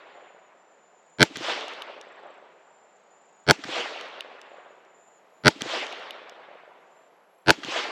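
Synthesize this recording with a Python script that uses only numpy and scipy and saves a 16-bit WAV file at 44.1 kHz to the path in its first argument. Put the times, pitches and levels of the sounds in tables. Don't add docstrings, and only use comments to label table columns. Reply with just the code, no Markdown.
import sys
import numpy as np
from scipy import signal
from scipy.fft import rfft, irfft, next_fast_len
from scipy.io import wavfile
from scipy.ndimage import uniform_filter1d, map_coordinates

SR = 44100
rng = np.random.default_rng(int(sys.argv[2]) if len(sys.argv) > 2 else 0)


def unload_wav(signal):
    wavfile.write(
        sys.argv[1],
        SR,
        np.round(np.clip(np.atleast_2d(signal).T, -1, 1) * 32767).astype(np.int16),
    )


def linear_from_db(decibels):
    return 10 ** (np.asarray(decibels, float) / 20)


N = 348831


def unit(x):
    return x / np.sqrt(np.mean(x ** 2) + 1e-20)


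def along(points, hz):
    f, v = np.transpose(points)
    return np.interp(np.log(hz + 1), np.log(f + 1), v)


def filtered(x, response):
    m = next_fast_len(x.shape[-1] + 8192)
    return irfft(rfft(x, m) * response(np.fft.rfftfreq(m, 1 / SR)), m)[..., :x.shape[-1]]


def ring(t, hz, t60, attack):
    t = np.maximum(t, 0)
    return np.sin(2 * np.pi * hz * t) * linear_from_db(-60 * t / t60) * (1 - np.exp(-t / attack))


def add(track, sound, s):
    at = round(s * SR)
    part = sound[max(-at, 0):max(len(track) - at, 0)]
    track[max(at, 0):][:len(part)] += part


def wobble(rate):
    knots = rng.standard_normal(int(N * rate / SR) + 4)
    return map_coordinates(knots, [np.arange(N) * rate / SR])


# (pitch [Hz], density [dB per Hz])
AIR_TONE = [(60, -44), (110, -31.5), (167, -11), (291, -13.5), (400, -5), (688, -1), (1350, -9),
            (2500, -16.5), (4850, -29), (6500, -29.5), (8000, -32), (8500, -52.5), (10900, -45),
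            (15500, -60.5)]


def air():
    hum = filtered(rng.standard_normal(N), lambda hz: linear_from_db(along(AIR_TONE, hz)))
    return linear_from_db(-59 + 0.74 * wobble(3)) * unit(hum)


# (start [s], end [s])
WHISTLE_TIMES = [(-.15, .495), (.45, .76), (.68, 1.02), (.97, 1.2), (2.47, 2.98), (2.95, 3.3), (3.25, 3.46),
                 (4.26, 4.81), (4.8, 5.2), (4.86, 5.17), (5.3, 5.44), (6.78, 7.09)]
# (pitch [Hz], scoop from below [Hz], level [dB])
WHISTLE_NOTES = [(7200, 20, -75), (7300, 350, -75), (7230, 500, -71.5), (7150, 560, -68), (7340, 400, -72),
                 (7280, 950, -70), (7060, 500, -69.5), (7150, 120, -78.5), (7140, 90, -68),
                 (7550, 400, -75), (7150, 350, -73), (7400, 900, -75)]


def whistles():
    settle, sag_hz_per_s = 0.31, 350
    hook_hz, hook_s = 300, .015
    swell_db, swell_share = 14, 0.49
    out = np.zeros(N)
    flutter, waver = linear_from_db(3.0 * wobble(60)), 14 * wobble(120)
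    for (start, end), (hz, scoop, db) in zip(WHISTLE_TIMES, WHISTLE_NOTES):
        length = end - start
        u = np.arange(round(length * SR)) / SR
        hook = hook_hz * np.exp((u - length) / hook_s) * (scoop < 100)
        pitch = hz - scoop * np.exp(-u / (settle * length)) - sag_hz_per_s * u - hook
        pitch = pitch + waver[round(abs(start) * SR):][:len(u)]
        level_db = db - swell_db * np.clip(1 - u / (swell_share * length), 0, 1)
        edge = np.clip(np.minimum(u, length - u) / .012, 0, 1)
        note = np.sin(2 * np.pi * np.cumsum(pitch) / SR)
        add(out, np.sqrt(2) * edge * linear_from_db(level_db) * note, start)
    t = np.arange(SR // 4) / SR
    tail = rng.standard_normal(SR // 4) * linear_from_db(-60 * t / .3)
    blur = signal.fftconvolve(out * unit(wobble(500)), tail / np.linalg.norm(tail))[:N]
    return out * flutter + linear_from_db(-5) * blur


# (time [s], level [dB])
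TRILL_LEVEL = [(0, -95), (1.1, -80), (2.0, -85), (3.45, -74.5), (4.3, -85), (4.6, -84.5), (6.3, -95.5),
               (7.4, -85)]
# (time [s], level [dB])
BUZZ_LEVEL = [(0, -103), (2.2, -107), (4.3, -104), (5.45, -82.5), (6.3, -95.5), (7.4, -79.5), (7.91, -86.5)]


def crickets():
    trill_hz, trill_at_s = 27.37, 2.417
    t = np.arange(N) / SR
    chirps = np.exp(3.5 * (np.cos(2 * np.pi * trill_hz * (t - trill_at_s)) - 1)) * linear_from_db(3.5 * wobble(10))
    teeth = 1 + .7 * np.cos(2 * np.pi * 300 * t)
    wing = np.sin(2 * np.pi * np.cumsum(7500 + 75 * wobble(300)) / SR)

    def bands(hz):
        main = np.exp(-((hz - 11200) / 600) ** 2)
        upper = .4 * np.exp(-((hz - 12700) / 400) ** 2)
        return main + upper + .25 * np.exp(-((hz - 9600) / 600) ** 2)

    buzz = filtered(rng.standard_normal(N), bands)
    trill_db = np.interp(t, *np.transpose(TRILL_LEVEL))
    buzz_db = np.interp(t, *np.transpose(BUZZ_LEVEL))
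    song = whistles() + linear_from_db(trill_db) * unit(chirps * teeth * wing)
    return song, linear_from_db(buzz_db + 2 * wobble(25)) * unit(buzz)


# (pitch [Hz], density [dB per Hz])
TREE_TONE = [(110, -52.5), (166, -27.5), (252, -12), (382, -4), (635, -2.5), (850, -5), (1400, -6),
             (3400, -6.5), (4500, -12.5), (7170, -22.5), (8600, -34.5), (9500, -41.5), (11500, -46),
             (14500, -62)]


def foliage(noise, share):
    return filtered(noise, lambda hz: np.sqrt(share(hz)) * linear_from_db(along(TREE_TONE, hz)))


# (delay [s], level [dB], swell [dB/s], fade [dB/s], bass [dB])
BELTS = [(.02, -10, 600.5, 351.5, 10), (.07, -26.5, 198, 25, 18), (.16, -14, 400, 31.5, 9),
         (.215, -4.5, 200, 47, -5), (.27, 1.5, 151.5, 63, -6), (.5, -8.5, 50.5, 18.5, -8.5),
         (1.05, -15, 18.5, 18, -12.5)]
# (full below [Hz], gone above [Hz])
BELT_BASS = (220, 650)


def landscape(noise):
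    air_loss_db, loss_slope = 4.5, 1.15
    tree_line_s, ragged_db = 0.23, 1.92
    hz, t, z = signal.stft(noise, SR, nperseg=256)
    full, gone = BELT_BASS
    bass = np.clip(np.log(gone / (hz + 1)) / np.log(gone / full), 0, 1.3)[:, None]
    power = 0
    for at, db, swell, fall, bass_db in BELTS:
        drop_db = np.maximum(swell * (at - t), fall * (t - at))
        power = power + linear_from_db(db + bass_db * bass - drop_db) ** 2
    loss_db = air_loss_db * (np.minimum(hz, 7000)[:, None] / 1000) ** loss_slope * (t - tree_line_s)
    fade = np.interp(t, [.008, .02, 1.8, 2.3], [0, 1, 1, 0])
    clumps = uniform_filter1d(rng.standard_normal(z.shape), size=5, axis=0)
    ragged = unit(uniform_filter1d(clumps, size=12, axis=1))
    z = z * np.sqrt(power) * linear_from_db(ragged_db * ragged - loss_db) * fade
    return signal.istft(z, SR, nperseg=256)[1][:len(noise)]


# (delay [s], level [dB], pitch [Hz])
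BANKS = [(.05, -52, 300), (.085, -37.5, 300), (.135, -44, 330), (.17, -42.5, 130.7), (.184, -32, 324.6),
         (.222, -33.5, 550), (.26, -23.5, 642), (.354, -26.5, 835), (.455, -31, 750), (.51, -38.5, 490),
         (.633, -43, 608), (.741, -40.5, 536), (.782, -44, 490), (.845, -39.5, 550), (1.011, -38.5, 590),
         (1.037, -41, 640), (1.078, -39.5, 550), (1.159, -42, 656), (1.201, -42.5, 586)]


def banks(length):
    out, t = np.zeros(length), np.arange(SR // 20) / SR
    mounds = [(0.32 + u, -52.5 - 27 * u + 4 * (v - .5), 298 * (0.84 + 0.4 * v))
              for u, v in rng.random((14, 2))]
    for delay, db, hz in BANKS + mounds:
        add(out, linear_from_db(db + 12.5) * ring(t, hz, 9 / hz, 1.0 / hz), delay - .004)
    return filtered(out, lambda hz: hz ** 4 / (hz ** 4 + 115 ** 4))


# (time to blast [s], level [dB])
EARLY = [(-.043, -35), (-.032, -23), (-.021, -9), (-.011, -5), (-.001, -5), (.001, -30)]


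def smear(x):
    block, out = 512 / 48000, np.zeros(SR // 16)
    t = np.arange(len(out)) / SR - 4 * block
    for k in range(4):
        add(out, (-1) ** k * x, k * block)
    lift = 1 + 1.4 * np.clip(((t / block) % 1 - .26) / 0.033, 0, 1)
    grit = filtered(rng.standard_normal(len(t)), lambda hz: (
        0.59 / np.sqrt(1 + (hz / 900) ** 2) + 0.52 * np.exp(-((hz - 8800) / 400) ** 2)))
    bass = filtered(out, lambda hz: 1 / (1 + (hz / 1100) ** 4))
    fade = linear_from_db(np.interp(t, *np.transpose(EARLY), right=-120))
    copies = (out + bass * (lift - 1) + grit) * fade
    lead = 64
    dull = filtered(np.pad(copies, lead), lambda hz: (
        1 / np.sqrt(1 + (hz / 5400) ** 14) + linear_from_db(-19.5) / (1 + (hz / 14000) ** 6)))
    return dull, 4 * block + lead / SR


# (delay [ms], strength, ring [Hz], t60 [ms])
FRONTS = [(0, 3.2, 3000, 1.2), (.33, -2, 4305, 1.3), (.54, 2.5, 1900, 1.1), (.82, -1.24, 4700, 2.2),
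          (1.2, 0.5, 1880, 2), (1.56, -1.77, 1650, 3), (2.5, 1.0, 1600, 1.8)]
# (delay [ms], strength, pitch [Hz], t60 [ms])
BOOM = [(3.75, .28, 325, 30), (1.8, 0.083, 95, 37), (4.2, 0.1, 180, 40), (3.2, 0.16, 600, 26),
        (5.62, 0.14, 880, 38)]


def blast(level_db):
    ms = np.arange(SR // 16) / SR * 1000
    x = np.zeros(len(ms))
    for at, strength, hz, t60 in FRONTS:
        late = rng.normal(0, .015)
        x += strength * linear_from_db(rng.normal(0, 1.5)) * ring(ms - at - late, hz / 1000, t60, .01)
    for at, strength, hz, t60 in BOOM:
        x += strength * linear_from_db(rng.normal(0, .7)) * ring(ms - at, hz / 1000, t60, .4)
    gas = filtered(rng.standard_normal(len(ms)), lambda hz: 1 / (1 + (hz / 5000) ** 2) + .04)
    x += gas * (0.58 * (ms < 2.9) * linear_from_db(-3 * ms) + 0.45 * linear_from_db(-60 * ms / 32))
    x *= linear_from_db(level_db)
    clipped = x / (1 + np.abs(x) ** 4) ** (1 / 4)
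    return 1.156 * filtered(clipped, lambda hz: 1 / np.sqrt(1 + (hz / 7500) ** 4))


# (time [s], blast level [dB], echo level [dB])
SHOTS = [
    (-.85, -2, -2),
    (1.2281, 0, 0),
    (3.5092, 0, 0),
    (5.4798, 0, 0),
    (7.5044, 0, 1),
]
# (delay [s], level [dB])
SLAP = [(.1285, -31), (.130, -24), (.1325, -26), (.135, -25)]


def shots():
    out, echo = np.zeros(N), np.zeros(N)
    length = round(2.3 * SR)

    def stir(hz):
        return np.clip(hz / 6000, .1, .9)

    lumps = linear_from_db(1.4 * wobble(70)[:length])
    lasting = foliage(unit(lumps) * rng.standard_normal(length), lambda hz: 1 - stir(hz))
    dull = banks(length)
    for s, blast_db, echo_db in SHOTS:
        bang = blast(blast_db)
        early, lead = smear(bang)
        add(out, bang, s)
        add(out, early, s - lead)
        front = filtered(np.pad(bang[:50], 40), lambda hz: 1 / np.sqrt(1 + (hz / 5000) ** 4))
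        for delay, db in SLAP:
            add(out, linear_from_db(db) * front, s + delay - .001)
        stirred = foliage(rng.standard_normal(length), stir)
        trees = linear_from_db(-29.5) * landscape(unit(lasting + stirred))
        add(echo, linear_from_db(echo_db) * (trees + dull), s)
    return out, echo


# (time [s], peak level [dB], thump level [dB])
THUDS = [
    (1.3699, -22.5, -15),
    (3.6516, -40, 2),
    (5.6191, -14, -18),
    (7.6471, -23, -15.5),
]


def bullets():
    out, t = np.zeros(N), np.arange(SR // 20) / SR
    for s, db, thump_db in THUDS:
        burst = linear_from_db(-60 * t / .003) * rng.standard_normal(len(t))
        grit = filtered(burst, lambda hz: 1 / (1 + (hz / 5500) ** 4))
        crack = ring(t, 3290, 0.0054, .0001) + 0.9 * ring(t, 6000, 0.0026, .0001) + 0.73 * grit
        thump = linear_from_db(thump_db + 9.5) * ring(t - .001, 259, 0.022, .001)
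        add(out, linear_from_db(db + 3.0) * (crack + thump), s + 0.00059)
    return out


# (pitch [Hz], t60 [s])
FRAME = [(2950, 0.007), (3550, 0.0055)]
PAWL = [(5500, 0.0056), (6400, .005), (7500, 0.0029)]
SEAR = [(10800, 0.0047), (9200, 0.0026), (13100, 0.0024)]
# (time [s], peak level [dB])
THUMB = [(1.6083, -38.5), (3.9588, -55), (5.8662, -38.5), (7.8845, -52)]
BOLT = [(1.6811, -36.5), (4.0099, -38), (5.9248, -39)]
TURN = [(1.735, -45), (4.0842, -53), (5.9967, -53)]
CATCH = [(1.82, -40), (4.2064, -38), (6.107, -40)]
TRIGGER = [(2.0118, -38.5), (4.4143, -40), (4.8492, -60.5), (6.2946, -39.5)]
# (clicks, frame level [dB], sear level [dB])
STEPS = [(THUMB, 8, -39), (BOLT, 5.1, -20), (TURN, 1.6, -15), (CATCH, 14, -9), (TRIGGER, -1.5, -24)]


def action():
    out, t = np.zeros(N), np.arange(SR // 40) / SR
    for clicks, frame_db, sear_db in STEPS:
        parts = (FRAME, frame_db + 2), (PAWL, 0), (SEAR, sear_db + 7.0)
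        for s, db in clicks:
            for modes, part_db in parts:
                steel = np.zeros(len(t))
                for hz, t60 in modes:
                    strength, detune = linear_from_db(rng.normal(0, 1.3)), 1 + rng.normal(0, 0.022)
                    steel += strength * ring(t, hz * detune, t60, 0.0006)
                add(out, linear_from_db(db + part_db + 8) * steel, s + 0.00081)
    return out


# (pitch [Hz], level [dB])
PORTS = [(1000, -59), (2500, -31.5), (5000, -26.5), (10000, -13.5), (15000, -9.5)]


def scene():
    gun, echo = shots()
    song, buzz = crickets()
    near = gun + bullets() + action() + buzz
    mid = near + echo + song + air()
    scatter = rng.standard_normal(size=48)
    scattered = np.convolve(near + linear_from_db(-21) * echo, scatter / np.linalg.norm(scatter))[:N]
    side = filtered(scattered, lambda hz: linear_from_db(along(PORTS, hz)))
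    return np.array([mid + side, mid - side])


def low_pass(x):
    return signal.sosfilt(signal.butter(12, 15690, fs=SR, output="sos"), x)


def record(dry):
    def response(hz):
        gap = 1 - .8 * np.exp(-((hz - 9095) / 130) ** 2)
        bass_cut = (linear_from_db(-20) + hz ** 3 / np.sqrt(110 ** 6 + hz ** 6)) / (1 + linear_from_db(-15.5))
        return (hz < 15800) * gap * bass_cut

    mix = np.clip(filtered(dry, response), -1, 1)
    return low_pass(mix)


dry = scene()
out = record(dry)
unload_wav(out)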